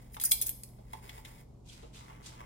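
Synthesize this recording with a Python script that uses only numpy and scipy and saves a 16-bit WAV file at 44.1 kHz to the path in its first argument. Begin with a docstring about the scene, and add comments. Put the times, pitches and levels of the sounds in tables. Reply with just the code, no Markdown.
"""A bright jangle of steel measuring spoons, picked up close to a stereo microphone pair in a kitchen.
They ring as they strike and sing as they slide over each other. One knocks a hollow note from a
plastic spice jar and scrapes through the powder, which then slides off in three soft swishes.
The left microphone hears it all first; the small room answers, and an appliance hums underneath."""
import sys
import numpy as np
from scipy import signal
from scipy.fft import rfft, irfft
from scipy.io import wavfile
from scipy.ndimage import uniform_filter1d

SR = 44100
rng = np.random.default_rng(int(sys.argv[2]) if len(sys.argv) > 2 else 0)


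def bounce(signal):
    """Save signal as a 16-bit WAV file at the path given by the first command-line argument."""
    frames = np.transpose(np.atleast_2d(signal))
    limited = np.clip(frames, -1, 1)
    pcm = np.round(limited * 32767).astype(np.int16)
    wavfile.write(sys.argv[1], SR, pcm)


N = 108045

# spoon on spoon, close up (t/s, level/dB, low-mode weight/dB, chatter decay/s, ring/dB,
# favoured resonance f/Hz, its boost/dB)
CLINKS = [(0.1443, -35, 15, 0.0018, -19, 3970, -10), (0.1991, -25.5, 11.5, 0.0023, -21, 8100, 0.5),
          (0.2127, -22.5, 3, 0.0028, -26, 10300, 1), (0.2155, -31, 9.5, 0.01, -25, 5000, 1),
          (0.237, -15, -10.5, 0.0035, -41, 13400, 8), (0.3172, -6, 2.5, 0.0018, -23.5, 9700, 0),
          (0.3182, -14, 16, 0.0016, -37.5, 3400, -4), (0.3209, -10, -13, .003, -19.5, 14000, 0.5),
          (0.4138, -13.5, -9.5, .0035, -31, 9950, -2), (0.4213, -15.5, -1, 0.0029, -32, 5650, 11),
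          (.4622, -24, -1, 0.0016, -37, 14000, -2), (0.4671, -18, -9.5, 0.0035, -48, 14000, -8),
          (0.4816, -26, 5, .003, -41, 12100, -7), (0.4925, -15, -1.5, 0.00071, -30, 11500, 0)]
# damped mode clusters of the nested spoons (f/Hz, width/Hz, level/dB)
NESTED_MODES = [(940, 460, -28.5), (1744, 600, -26), (2450, 610, -16.5), (3440, 800, -13.5),
                (4260, 380, -14), (4930, 300, -9.5), (5500, 2100, -20.5), (6597, 580, -9),
                (8100, 300, -2.5), (8670, 210, -6), (9900, 150, -19), (10040, 510, 1.5),
                (12040, 1500, -16.5), (11850, 1300, -2.5), (13200, 900, -12), (14000, 500, -5),
                (14850, 440, -0.5), (16470, 960, -9.5)]
# long-ringing modes of the steel (f/Hz, level/dB, t60/s)
STEEL_MODES = [(3300, -11, .1), (4075, -13, .12), (4965, -15, .12), (6620, -18, .1), (8043, -4, .14),
               (8591, -9, .18), (9320, -2, .09), (9596, -1, .12), (9756, 2, .13), (11665, -8, .15),
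               (12095, -1, .19), (13440, -6, .15), (13900, -4, .09), (14830, -5, .12)]
FAVOURED_WIDTH_HZ, GRIP_DETUNE = 870, .012

def spoon_clinks():
    """Steel strikes, chatters and rings; the point of contact favours one resonance."""
    out, t = np.zeros((2, N)), clock()[:SR // 3]
    lowpass = signal.butter(2, 4500, fs=SR, output="sos")
    lead = 20  # samples of room for the low band to spread ahead of the strike
    for start, db, low_db, decay, ring_db, hz, boost_db in CLINKS:
        contact = amp(-10.5) * rng.standard_normal(len(t)) * np.exp(-t / decay)  # chatter
        contact[0] += amp(1)  # strike
        contact = np.pad(contact, (lead, 0))
        contact += (amp(low_db) - 1) * signal.sosfiltfilt(lowpass, contact, padtype=None)
        contact += amp(boost_db) * resonate(contact, hz, FAVOURED_WIDTH_HZ)
        held_modes = outline(NESTED_MODES) * [1 + GRIP_DETUNE * rng.uniform(-1, 1), 1]
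        add(out, amp(db) * colour(contact, held_modes), start - lead / SR)
        steel = ring(STEEL_MODES, scatter_db=2.5, low_db=low_db / 2)
        add(out, amp(db + ring_db) * steel / 2, start)
    return out


# spoon sliding on spoon (t/s, rise/s, fall/s, level/dB, singing resonance f/Hz, its boost/dB)
SLIDES = [(.114, 0.027, 0.026, -47, 11000, -5), (.205, 0.0114, .01, -31, 10300, 9),
          (.238, 0.019, 0.0066, -17.5, 9700, -6), (.283, .012, .006, -35.5, 15000, 7.5),
          (.3095, 0.0031, 0.0025, -17.5, 14800, -2.5), (.455, 0.034, .035, -52, 14000, -6),
          (.645, 0.012, .04, -56, 12100, -4)]
# resonances that the sliding rim excites (f/Hz, width/Hz, level/dB)
RIM_MODES = [(4990, 290, -8), (5800, 340, -11.5), (6650, 1200, -13), (8600, 450, -13.5), (9700, 590, -2),
             (11300, 1800, -11), (12700, 450, -10.5), (13560, 170, 4.5), (14800, 2000, -10.5)]

def spoon_slides():
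    """Steel sticks and slips on steel; each slide sings at its own resonance."""
    friction, slide = crunch(per_s=1000), 0
    for start, rise, fall, db, hz, boost_db in SLIDES:
        stroke = friction * strokes([(start, rise, fall, db)])
        slide = slide + stroke + amp(boost_db) * resonate(stroke, hz, FAVOURED_WIDTH_HZ)
    slide = signal.sosfilt(signal.butter(4, 4590, "high", fs=SR, output="sos"), slide)
    steel = unit_energy(ring(STEEL_MODES, scatter_db=1.5))
    return amp(-10) * colour(slide, outline(RIM_MODES)) + amp(-23) * through(slide, steel)


# knocks on the jar (t/s, hollow note level/dB, tick level/dB)
KNOCKS = [(.1663, -39.5, -40), (0.9337, -33.5, -43), (1.0925, -46, -36.5), (1.179, -42, -54),
          (1.249, -54, -36.5), (1.256, -59.5, -44)]
# modes of the plastic jar (f/Hz, level/dB, t60/s)
JAR_MODES = [(760, -5, 0.041), (871, 3, 0.041), (1026, 2, 0.031), (1680, -11, 0.011), (1980, -6.5, 0.017),
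             (2170, -6.5, .018), (3400, -12, 0.013)]
# spectrum of the contact tick (f/Hz, level/dB per Hz)
TICK_COLOUR = [(500, -13.5), (1000, -10.5), (1500, -11.5), (2200, 3), (2900, -3), (3500, 1.5), (4400, -7.5),
               (4950, -8.5), (6000, -9.5), (10000, -12.5), (12000, -9), (15500, -23.5)]
JAR_RISE_S, TICK_DECAY_S = .00063, .0047

def jar_knocks():
    """The spoon hits the plastic jar: a tick of contact and a short hollow note."""
    notes, ticks, t = np.zeros((2, N)), np.zeros((1, N)), clock()[:SR // 3]
    onset = 1 - np.exp(-t / JAR_RISE_S)
    for start, note_db, tick_db in KNOCKS:
        add(notes, amp(note_db) * ring(JAR_MODES, scatter_db=1.5) * onset / 2, start)
        tick = rng.standard_normal(len(t)) * onset * np.exp(-t / TICK_DECAY_S)
        add(ticks, amp(tick_db) * tick / 2, start)
    return notes + colour(ticks, TICK_COLOUR)


# taps of a spoon's edge (t/s, level/dB)
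TAPS = [(.6347, -29.5), (.689, -48.5), (0.932, -36.5)]
# their spectrum (f/Hz, level/dB per Hz)
TAP_COLOUR = [(1800, -19.5), (3500, -9.5), (6000, -13), (9000, -3), (15000, -7)]

def edge_taps(decay_s=.0013):
    """A spoon's edge makes brief contact: dry ticks with no ring."""
    taps, t = np.zeros((1, N)), clock()[:SR // 3]
    for start, db in TAPS:
        add(taps, amp(db) * rng.standard_normal(len(t)) * np.exp(-t / decay_s) / 2, start)
    return colour(taps, TAP_COLOUR)


# glancing touches on the jar (t/s, f/Hz, width/Hz, decay/s, level/dB)
SCUFFS = [(0.1667, 900, 600, 0.005, -41.5), (0.2374, 1493, 450, 0.0056, -47.5),
          (.246, 2070, 1200, 0.026, -53), (.786, 720, 296, 0.009, -58), (1.692, 2780, 197, 0.0054, -59),
          (1.694, 3260, 161.4, 0.0064, -51), (1.944, 2800, 300, 0.0054, -52.5),
          (1.966, 3400, 397, .008, -57)]

def jar_scuffs():
    """Soft, brief scuffs each wake one resonance of the jar's wall."""
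    out, t = np.zeros((1, N)), clock()[:SR // 8]
    onset = 1 - np.exp(-t / JAR_RISE_S)
    for start, hz, width, decay, db in SCUFFS:
        noise = rng.standard_normal(len(t))
        scuff = unit(resonate(resonate(noise, hz, width), hz, width))
        add(out, amp(db) * scuff * onset * np.exp(-t / decay), start)
    return out


# spoon and fingers brushing the jar, then digging in it (t/s, level/dB)
DIG_EFFORT = [(0, -67), (.05, -68.5), (.085, -73), (.8, -77.5), (.86, -73.5), (.92, -64.5), (.98, -63.5),
              (1.012, -70.5), (1.036, -59.5), (1.125, -60.5), (1.18, -57), (1.235, -72), (1.275, -57),
              (1.34, -64.5), (1.42, -64.5), (1.445, -82)]
# spectrum of the digging (f/Hz, level/dB per Hz)
DIG_COLOUR = [(240, -19), (400, -3), (635, -6), (707, -6), (837, -1), (1040, -4), (1230, -9.5),
              (1750, -10.5), (2110, -3.5), (2870, -14), (3550, -12.5), (4270, -18), (4910, -10.5),
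              (5900, -20), (7000, -13.5), (8280, -14.5), (9220, -17.5), (15800, -16)]

def digging(damping_s=.008):
    """Gritty friction faintly rings the spoon; buried in powder, it rings only briefly."""
    friction = crunch(per_s=1000) * effort(DIG_EFFORT)
    steel = ring(STEEL_MODES, scatter_db=1.5, low_db=-.5)
    buried = unit_energy(steel * np.exp(-clock()[:SR // 3] / damping_s))
    return colour(friction, DIG_COLOUR) + amp(-10.5) * through(friction, buried)


# the spoon against the jar's wall (t/s, level/dB)
RUB_EFFORT = [(1.66, -90), (1.78, -66), (1.91, -77.5), (1.98, -64), (2.13, -58.5), (2.19, -63.5),
              (2.22, -62.5), (2.32, -64), (2.38, -55.5), (2.45, -57.5)]
# spectrum of the rubbing (f/Hz, level/dB per Hz)
RUB_COLOUR = [(180, -26.5), (300, -3), (541, -10.5), (700, -6), (930, 3), (1300, -6), (1700, -12),
              (2100, -5), (2650, -14), (3220, -14.5), (4470, -31), (4850, -23.5), (15000, -26)]

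def wall_rub():
    """Duller friction as the spoon is drawn up the wall."""
    return colour(grains(spread_db=7.5) * effort(RUB_EFFORT), RUB_COLOUR)


# powder sliding (t/s, rise/s, fall/s, level/dB)
SWISHES = [(1.64, 0.083, 0.089, -59), (1.925, 0.033, 0.08, -58), (2.22, 0.043, 0.064, -55.5)]
# its spectrum (f/Hz, level/dB per Hz)
POWDER_COLOUR = [(880, -42.5), (1500, -6.5), (1860, -13.5), (2330, -2), (3690, -1), (6010, -4.5),
                 (7980, -5), (12600, -15), (13700, -21), (15500, -28)]

def powder_swishes():
    """Fine powder slides off the spoon, a soft hiss spread wide across the microphones."""
    hiss = np.array([grains(spread_db=6.5) for _ in range(2)])
    return colour(hiss * strokes(SWISHES), POWDER_COLOUR)


# bites of the rim (t/s, rise/s, fall/s, level/dB)
BITES = [(1.68, .012, 0.013, -56), (1.938, .02, 0.018, -60), (2.254, 0.0092, .028, -53.5)]
# spectrum of the grit (f/Hz, level/dB per Hz)
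GRIT_COLOUR = [(2300, -15), (2750, -6), (3000, -20.5), (3300, -3), (4400, -1), (4950, 0), (5600, -2),
               (8000, 0), (12000, -20)]

def grit_bites():
    """Granules crack as the spoon's rim bites into them."""
    return colour(crunch(per_s=350) * strokes(BITES), GRIT_COLOUR)


# shifts of the hand (t/s, rise/s, fall/s, level/dB)
GRIPS = [(.36, 0.081, 0.062, -60.5), (.785, 0.0013, 0.02, -63.5), (.935, 0.011, 0.011, -57),
         (1.82, 0.015, 0.03, -54.5)]
# their spectrum (f/Hz, level/dB per Hz)
GRIP_COLOUR = [(200, -11), (350, -1), (560, -5), (800, -8), (1600, -23), (4000, -22)]

def hand_on_jar():
    """The hand shifts on the jar with a low, muffled rub."""
    return colour(rng.standard_normal(N) * strokes(GRIPS), GRIP_COLOUR)


NEAR_DECAY_S, EARLY_DECAY_S, ROOM_T60_S, RIGHT_MIC_LAG_S = .0018, .01, .52, .00057

def kitchen(x):
    """Hands, jar and cupboards scatter the sound on its way to the microphones; a short tail follows."""
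    t = clock()[:SR // 2]
    shape = (2, len(t))
    near = rng.standard_normal(shape) * np.exp(-t / NEAR_DECAY_S)
    echoes = rng.standard_normal(shape) * (rng.random(shape) < .05)
    early = echoes * np.exp(-t / EARLY_DECAY_S) * (t > .002)
    tail = rng.standard_normal(shape) * amp(-60 * t / ROOM_T60_S) * (t > .008)
    near, early, tail = (unit(path) / np.sqrt(len(t)) for path in (near, early, tail))
    near = signal.sosfilt(signal.butter(1, 2450, "high", fs=SR, output="sos"), near)
    tail = signal.sosfilt(signal.butter(1, 11000, fs=SR, output="sos"), tail)
    paths = rfft((t == 0) + amp(.5) * near + amp(-4.5) * early + amp(-8.5) * tail)
    # even out the broad peaks, so the room adds little colour
    power = uniform_filter1d(np.abs(paths) ** 2, size=150, axis=1)
    flatten = minimum_phase(-np.log(power / power.mean()) / 2)
    at_mics = np.array([x[0], np.roll(x[1], int(RIGHT_MIC_LAG_S * SR))])
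    return through(at_mics, irfft(paths * flatten))


# background rumble of the kitchen (f/Hz, level/dB per Hz)
RUMBLE_COLOUR = [(25, -6.5), (35, -4), (60, -3.5), (90, -11.5), (150, -8.5), (260, -17), (500, -24),
                 (1000, -30.5), (1600, -50.5), (3000, -50), (7000, -49.5), (15000, -61)]
# its width across the microphones (f/Hz, side minus mid level/dB)
RUMBLE_WIDTH = [(30, -22.5), (80, -13.5), (170, -11), (350, -1.5), (700, -2.5), (8000, 0.5)]
# motor and mains tones (f/Hz, level/dB)
HUM_TONES = [(51, -58.5), (75, -69), (120, -58.5), (149, -72.5), (208, -73), (243, -71.5)]

def appliance():
    """Motor and mains hum over a low rumble, its bass alike at both microphones."""
    mid, side = colour(rng.standard_normal((2, N)), RUMBLE_COLOUR)
    width_hz, width_db = np.array(RUMBLE_WIDTH, float).T
    side_db = np.interp(np.log(np.fft.rfftfreq(N, 1 / SR) + 1), np.log(width_hz), width_db)
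    side = irfft(rfft(side) * amp(side_db), N)
    hum = sum(amp(db) * np.sqrt(2) * np.sin(2 * np.pi * (hz * clock() + rng.random()))
              for hz, db in HUM_TONES)
    return amp(-55.5) * np.array([mid + side, mid - side]) + hum


def ring(modes, scatter_db, low_db=0):
    """One blow's decaying modes; their strengths vary with the point of contact and the direction."""
    t = clock()[:SR // 3]
    hz, db, t60 = np.array(modes, float).T
    gain = amp(db - scatter_db * rng.standard_normal((2, len(hz))) + low_db * (hz < 7000))
    phase = rng.uniform(0, 2 * np.pi, len(hz))
    mic_phase = np.minimum(hz / 3000, 2) * rng.standard_normal((2, len(hz)))
    partials = np.exp(np.outer(2j * np.pi * hz - np.log(1000) / t60, t))
    return ((gain * np.exp(1j * (phase + mic_phase))) @ partials).imag


def crunch(per_s, bed_db=-5):
    """Separate tiny cracks over a bed of fine friction, rms 1."""
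    cracks = (rng.random(N) < per_s / SR) * rng.uniform(-1.4, 1, N)
    return unit(unit(cracks) + amp(bed_db) * rng.standard_normal(N))


def grains(spread_db):
    """Dense friction clicks of uneven size, rms 1."""
    sizes = amp(spread_db * np.clip(rng.standard_normal(N // 24 + 1), -2, 2))
    return unit(rng.standard_normal(N) * np.repeat(sizes, 24)[:N])


def strokes(rows):
    """Gain of strokes that swell and die away."""
    t, gain = clock(), 0
    for start, rise, fall, db in rows:
        swell = np.clip((t - start) / rise, 0, 1) ** .96
        gain = gain + amp(db) * swell * np.exp(-np.maximum(t - start - rise, 0) / fall)
    return gain


def effort(rows):
    """Gain through (t/s, level/dB) points, silent outside."""
    times, db = np.array(rows).T
    return amp(np.interp(clock(), times, db, left=-120, right=-120))


def resonate(x, hz, width_hz):
    """One damped resonance, gain 1 at its centre."""
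    return signal.lfilter(*signal.iirpeak(hz, hz / width_hz, fs=SR), x)


def outline(modes):
    """Spectrum (f/Hz, level/dB) of a set of damped resonances."""
    f = np.geomspace(400, 16000, 500)
    power = sum(amp(db) ** 2 / (1 + ((f - hz) / width * 2) ** 2) ** 2 for hz, width, db in modes)
    return np.column_stack([f, 10 * np.log10(power)])


def colour(x, points, skirt_db_per_octave=18):
    """Causal filter through (f/Hz, level/dB) points; keeps the power of white noise."""
    hz, db = np.array(points, float).T
    octave = np.log2(np.maximum(np.fft.rfftfreq(16384, 1 / SR), 1))
    beyond_ends = np.abs(octave - np.clip(octave, np.log2(hz[0]), np.log2(hz[-1])))
    gain = amp(np.interp(octave, np.log2(hz), db) - skirt_db_per_octave * beyond_ends)
    return through(x, irfft(minimum_phase(np.log(unit(gain) + 1e-7))))


def minimum_phase(log_gain):
    """Spectrum of the causal filter with this log gain."""
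    cepstrum = irfft(log_gain)
    half = cepstrum.shape[-1] // 2
    cepstrum[..., 1:half] *= 2
    cepstrum[..., half + 1:] = 0
    return np.exp(rfft(cepstrum))


def through(x, response):
    """Convolve along time."""
    return signal.fftconvolve(np.atleast_2d(x), np.atleast_2d(response), axes=-1)[:, :N]


def add(out, x, start):
    """Mix a short sound in at its time."""
    i = max(int(start * SR), 0)
    out[:, i:i + x.shape[-1]] += x[..., :N - i]


def amp(db):
    """Decibels to gain."""
    return 10 ** (np.asarray(db) / 20)


def unit(x):
    """Scale to rms 1."""
    return x / np.sqrt(np.mean(x ** 2))


def unit_energy(pair):
    """Scale a stereo response to a mean energy of 1 per side."""
    return pair / np.sqrt(np.sum(pair ** 2) / 2)


def clock():
    """Time of each sample."""
    return np.arange(N) / SR


def scene():
    """Spoons, jar and spice close to the microphones, the appliance in the background."""
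    contacts = spoon_clinks() + spoon_slides() + jar_knocks() + edge_taps() + jar_scuffs()
    scooping = digging() + wall_rub() + powder_swishes() + grit_bites() + hand_on_jar()
    return kitchen(contacts + scooping) + appliance()


def record(dry, top_hz=15850):
    """The recorder cuts the highest treble steeply."""
    return signal.sosfilt(signal.ellip(10, .2, 80, top_hz, fs=SR, output="sos"), dry)


dry = scene()
out = record(dry)
bounce(out)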